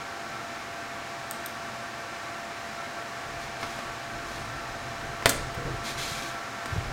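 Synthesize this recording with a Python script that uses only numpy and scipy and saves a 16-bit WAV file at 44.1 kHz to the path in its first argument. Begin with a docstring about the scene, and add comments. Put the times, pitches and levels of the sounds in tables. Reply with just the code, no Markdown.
"""A desktop computer's cooling fans whir throughout in a small room: rushing air, faint blade tones.
At 1.3 s a mouse button clicks, its switch ringing the plastic shell. From 3.2 s the hand on the
camera adds low rumble. Near 3.6 s something hard, likely the mouse, knocks on the desk, rattles and
slides; at 5.3 s it knocks much harder, then slides again. From 5.5 s the camera's case creaks once
and takes a few soft bumps. Both channels carry the same sound."""
import sys
import numpy as np
from scipy import signal
from scipy.fft import rfft, irfft, next_fast_len
from scipy.io import wavfile
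from scipy.ndimage import map_coordinates

SR = 44100
rng = np.random.default_rng(int(sys.argv[2]) if len(sys.argv) > 2 else 0)


def store_wav(level_fs):
    """Save 16-bit WAV to argv[1]."""
    pcm = np.round(np.clip(np.atleast_2d(level_fs), -1, 1) * 32767)
    wavfile.write(sys.argv[1], SR, pcm.T.astype(np.int16))


N = 305216

# air through the case: freq_hz, density_db
AIR_SPECTRUM = [(25, -12), (55, -11.5), (125, 4.5), (185, -3.5), (240, 2.5), (410, -1), (700, 3),
                (1750, -1), (2400, -2.5), (3200, -7.5), (6800, -12.5), (9800, -22.5), (12500, -27),
                (15800, -29)]
# duct and grille resonances: centre_hz, width_hz, boost_db
DUCT_MODES = [(221.5, 12, 6.5), (339.2, 7.9, 10), (1146, 76, 7), (1364, 44, 7.5), (1556, 84, 7),
              (1795, 152, 5.5), (3990, 200, 2.5), (5240, 320, 2)]
# blade tones and motor hum: pitch_hz, rms_db, flutter_db
FAN_TONES = [(75.2, -63, 2), (119.8, -61, 2), (684.8, -45.5, 1.0), (784.5, -52.5, 1), (880, -61, 5),
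             (1139, -57.5, 4.5), (1341, -51.5, 4.5), (1558, -58.5, 2.5), (1780, -67, -2), (2159, -58, 3.5),
             (2339, -58.5, 2.5)]

def fans():
    """Turbulent air coloured by the ducts, plus blade tones that drift and flutter in it."""
    def air_db(hz):
        boosts = (db / (1 + (2 * (hz - centre) / width) ** 2) for centre, width, db in DUCT_MODES)
        return along(AIR_SPECTRUM, hz) + sum(boosts)

    rush_db = -38.5 + 0.1376 * np.arange(N) / SR  # grows slightly as the camera moves
    out = amp(rush_db + 0.16 * wobble(5.01)) * noise(air_db)
    for pitch_hz, rms_db, flutter_db in FAN_TONES:
        speed = 1 + .001 * wobble(1.2) + .0024 * wobble(35)
        flutter = amp(flutter_db * wobble(11))
        phase = 2 * np.pi * np.cumsum(pitch_hz * speed) / SR
        out += amp(rms_db) * unit(flutter * np.sin(phase))
    return out


# hard contacts on the desk: start_s, knock_db, rattle_db, t60_s
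CONTACTS = [(3.614, -44, -46, .02), (3.629, -26, -54, 0.07), (3.789, -31.5, -52, 0.041),
            (5.224, -32, -52, .04), (5.2579, -6, -14, 0.016), (5.2595, -10.5, -18, 0.014),
            (5.265, -19.5, -29, 0.047), (5.291, -37, -29, 0.046), (5.2930, -22.5, -17, 0.043),
            (6.658, -31, -38, 0.031)]
# crack of a contact: freq_hz, density_db
CRACK_SPECTRUM = [(35, -12), (70, -11), (190, -16), (270, 9), (480, 2.5), (950, 5.5), (1500, 5), (2100, 5),
                  (2400, 2), (3100, -5), (4200, -7.5), (5600, -8.5), (6800, -23), (9400, -27), (11000, -41),
                  (15800, -30)]
# loose plastic parts: freq_hz, density_db
RATTLE_SPECTRUM = [(1000, -23), (2500, -14), (3400, -3.5), (5700, -1), (7250, 0.5), (9200, 2), (10800, -9),
                   (14000, -3.5), (15800, -11)]
# desk top modes: pitch_hz, gain_db, t60_s
DESK_MODES = [(129, -23.5, 0.27), (246, -14, 0.13), (284, -19.5, 0.11), (1025, -3, 0.015)]

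def knocks():
    """Each contact cracks, shakes loose plastic parts and sets the desk ringing."""
    blows, shakes, ring = np.zeros((3, N))
    t = np.arange(SR // 2) / SR
    desk = sum(amp(db) * np.sin(2 * np.pi * hz * t) * decay(t, t60_s) for hz, db, t60_s in DESK_MODES)
    for start_s, knock_db, rattle_db, t60_s in CONTACTS:
        add(blows, start_s, amp(knock_db) * burst(t60_s))
        add(shakes, start_s, amp(rattle_db) * burst(t60_s))
        add(ring, start_s, amp(knock_db) * desk)
    crack = filtered(blows, lambda hz: minimum_phase(CRACK_SPECTRUM, hz))
    rattle = filtered(shakes, lambda hz: minimum_phase(RATTLE_SPECTRUM, hz))
    return crack + rattle + ring


# friction on the desk: freq_hz, density_db
FRICTION_SPECTRUM = [(150, -5), (600, -8), (2300, 5), (2800, -3.5), (3600, 3.5), (4500, 0), (7000, -4.5),
                     (8500, -8), (10000, -10.5), (11000, -14.5), (13000, -15), (14500, -20), (15800, -21)]
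# pushes of the mouse: start_s, length_s, level_db
PUSHES = [(3.385, 0.053, -48), (3.585, 0.27, -46.5), (4.25, .2, -48.5), (5.832, 0.076, -37),
          (5.968, 0.34, -35.5), (6.68, .08, -50)]

def slide():
    """The mouse's feet catch on the desk's grain; its many small resonances colour the rasp."""
    grain = amp(wobble(400))
    rasp = unit(grain * noise(lambda hz: along(FRICTION_SPECTRUM, hz)))
    resonance = unit(signal.fftconvolve(rasp, burst(t60_s=0.074))[:N])
    envelope = gestures(PUSHES, attack_s=.022, hold_s=.13, ease_db_per_s=38, release_db_per_s=190)
    return envelope * unit(rasp + .5 * resonance)


# switch snaps: start_s, level_db, highpass_hz
SWITCH_SNAPS = [(1.3102, -37.5, 3500), (1.3112, -34, 3500), (1.4603, -32, 4000), (1.4620, -38, 2000),
                (5.548, -42, 12000)]
# plastic mouse shell: centre_hz, width_hz, gain_db
SHELL_MODES = [(3800, 660, -1.5), (6200, 780, 4), (6800, 544, 2), (8500, 690, 8.5), (12000, 372, 2.5),
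               (13000, 1250, 3.5)]

def button():
    """The switch snaps over and rings the shell; light touches reach only its high modes."""
    def shell(hz):
        return unit(sum((-1) ** k * amp(db) * resonator(hz, centre_hz, width_hz)
                        for k, (centre_hz, width_hz, db) in enumerate(SHELL_MODES)))

    snaps = np.zeros(N)
    for start_s, level_db, highpass_hz in SWITCH_SNAPS:
        highpass = signal.butter(2, highpass_hz, "high", fs=SR, output="sos")
        add(snaps, start_s, amp(level_db) * signal.sosfilt(highpass, burst(t60_s=.005)))
    return filtered(snaps, shell) + amp(-8) * snaps


# hand rumble: freq_hz, density_db
RUMBLE_SPECTRUM = [(20, -5), (45, 5), (85, -5), (135, 5.5), (190, -18), (280, -10), (480, -11), (900, -50),
                   (2500, -56)]
# finger shifts: start_s, length_s, level_db
FINGER_SHIFTS = [(3.22, 0.21, -47), (3.6, .4, -55), (4.11, 0.77, -45.5), (4.94, 0.24, -45),
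                 (5.33, 0.078, -40.5), (5.55, 0.17, -38), (5.87, 0.38, -44), (6.67, 0.27, -38.5)]
# creak of the camera's case: start_s, length_s, level_db
CASE_CREAKS = [(5.54, 0.12, -43)]
# soft bumps on the camera body: centre_s, peak_db, pitch_hz
BODY_BUMPS = [(5.579, -27, 136), (5.656, -30, 149), (5.678, -25.5, 470), (6.12, -30, 122), (6.733, -23, 96),
              (6.763, -29, 350), (6.766, -21.5, 132), (6.786, -21, 85.5), (6.88, -31, 40)]

def handling():
    """Fingers shift on the camera: uneven rumble, a short creak of the case, dull bumps."""
    resting_db = -69
    shape = dict(attack_s=.05, hold_s=.2, ease_db_per_s=3, release_db_per_s=90)
    grip = amp(resting_db) + gestures(FINGER_SHIFTS, **shape)
    rumble = unit(amp(2.7 * wobble(11)) * noise(lambda hz: along(RUMBLE_SPECTRUM, hz)))
    creak = filtered(rng.standard_normal(N), lambda hz: resonator(hz, centre_hz=474, width_hz=53) ** 2)
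    out = grip * rumble + gestures(CASE_CREAKS, **shape) * unit(creak)
    for centre_s, peak_db, pitch_hz in BODY_BUMPS:
        cycles = (np.arange(N) / SR - centre_s) * pitch_hz
        out += amp(peak_db) * np.cos(2 * np.pi * cycles) * np.exp(-(cycles / 0.72) ** 2)
    return out


# reverberation time: freq_hz, t60_s
ROOM_DECAY = [(150, 0.82), (1000, 0.35), (4000, 0.47), (9000, 0.39), (15000, 0.17)]

def room(x, wet_db, delay_s):
    """The walls add a short tail; each frequency dies at its own rate."""
    hz, t, bands = signal.stft(rng.standard_normal(SR // 2), SR, nperseg=256)
    bands *= decay(t, along(ROOM_DECAY, hz)[:, None])
    _, tail = signal.istft(bands, SR, nperseg=256)
    tail = np.pad(tail / np.linalg.norm(tail), (round(delay_s * SR), 0))
    return x + amp(wet_db) * signal.fftconvolve(x, tail)[:N]


def gestures(moves, attack_s, hold_s, ease_db_per_s, release_db_per_s):
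    """Envelope of hand moves: each rises, holds, eases off and dies once the hand stops."""
    gain = np.zeros(N)
    for start_s, length_s, level_db in moves:
        t = np.arange(N) / SR - start_s
        ease_db = ease_db_per_s * np.maximum(t - hold_s, 0)
        release_db = release_db_per_s * np.maximum(t - length_s, 0)
        gain += np.clip(t / attack_s, 0, 1) * amp(level_db - ease_db - release_db)
    return gain


def amp(db):
    return 10 ** (np.asarray(db) / 20)


def unit(x):
    """Scale to rms 1."""
    return x / np.sqrt(np.mean(x ** 2) + 1e-20)


def decay(t, t60_s):
    return np.exp(-np.log(1000) * t / t60_s)


def along(points, hz):
    """Interpolate (freq_hz, value) points on a log frequency axis."""
    freq_hz, values = np.transpose(points)
    return np.interp(np.log(hz + 1), np.log(freq_hz + 1), values)


def wobble(knots_per_s):
    """Smooth random curve."""
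    knots = rng.standard_normal(int(N * knots_per_s / SR) + 4)
    return map_coordinates(knots, [np.arange(N) * knots_per_s / SR])


def filtered(x, response):
    """Apply the complex gain response(hz)."""
    size = 2 * next_fast_len((N + SR) // 2, real=True)
    return irfft(rfft(x, size) * response(np.fft.rfftfreq(size, 1 / SR)), size)[:N]


def noise(db_at):
    """Noise of rms 1 with spectrum db_at(hz)."""
    return unit(filtered(rng.standard_normal(N), lambda hz: amp(db_at(hz))))


def resonator(hz, centre_hz, width_hz):
    """Band-pass response of one mode."""
    return 1j * hz * width_hz / (centre_hz ** 2 - hz ** 2 + 1j * hz * width_hz)


def minimum_phase(spectrum, hz):
    """Causal response of unit power with the given spectrum."""
    magnitude = unit(amp(along(spectrum, hz)))
    cepstrum = irfft(np.log(np.maximum(magnitude, 1e-6)))
    half = len(cepstrum) // 2
    return np.exp(rfft(np.r_[cepstrum[0], 2 * cepstrum[1:half], np.zeros(half)]))


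def burst(t60_s):
    """Dying spray of tiny contacts."""
    t = np.arange(SR // 4) / SR
    return rng.choice([-1, 1], len(t)) * decay(t, t60_s)


def add(track, start_s, sound):
    part = track[round(start_s * SR):][:len(sound)]
    part += sound[:len(part)]


def scene():
    """Mono mix on two channels; only knocks and clicks reverberate."""
    mouse = room(knocks(), wet_db=-8.0, delay_s=.004)
    mouse += room(button(), wet_db=-8.5, delay_s=.0015)
    mouse += slide()
    return np.tile(fans() + mouse + handling(), (2, 1))


def record(dry):
    """The camera rounds off peaks at full scale and cuts everything above its band limit."""
    band_limit_hz = 15850
    limited = dry / (1 + dry ** 8) ** (1 / 8)
    return np.array([filtered(channel, lambda hz: hz < band_limit_hz) for channel in limited])


dry = scene()
out = record(dry)
store_wav(out)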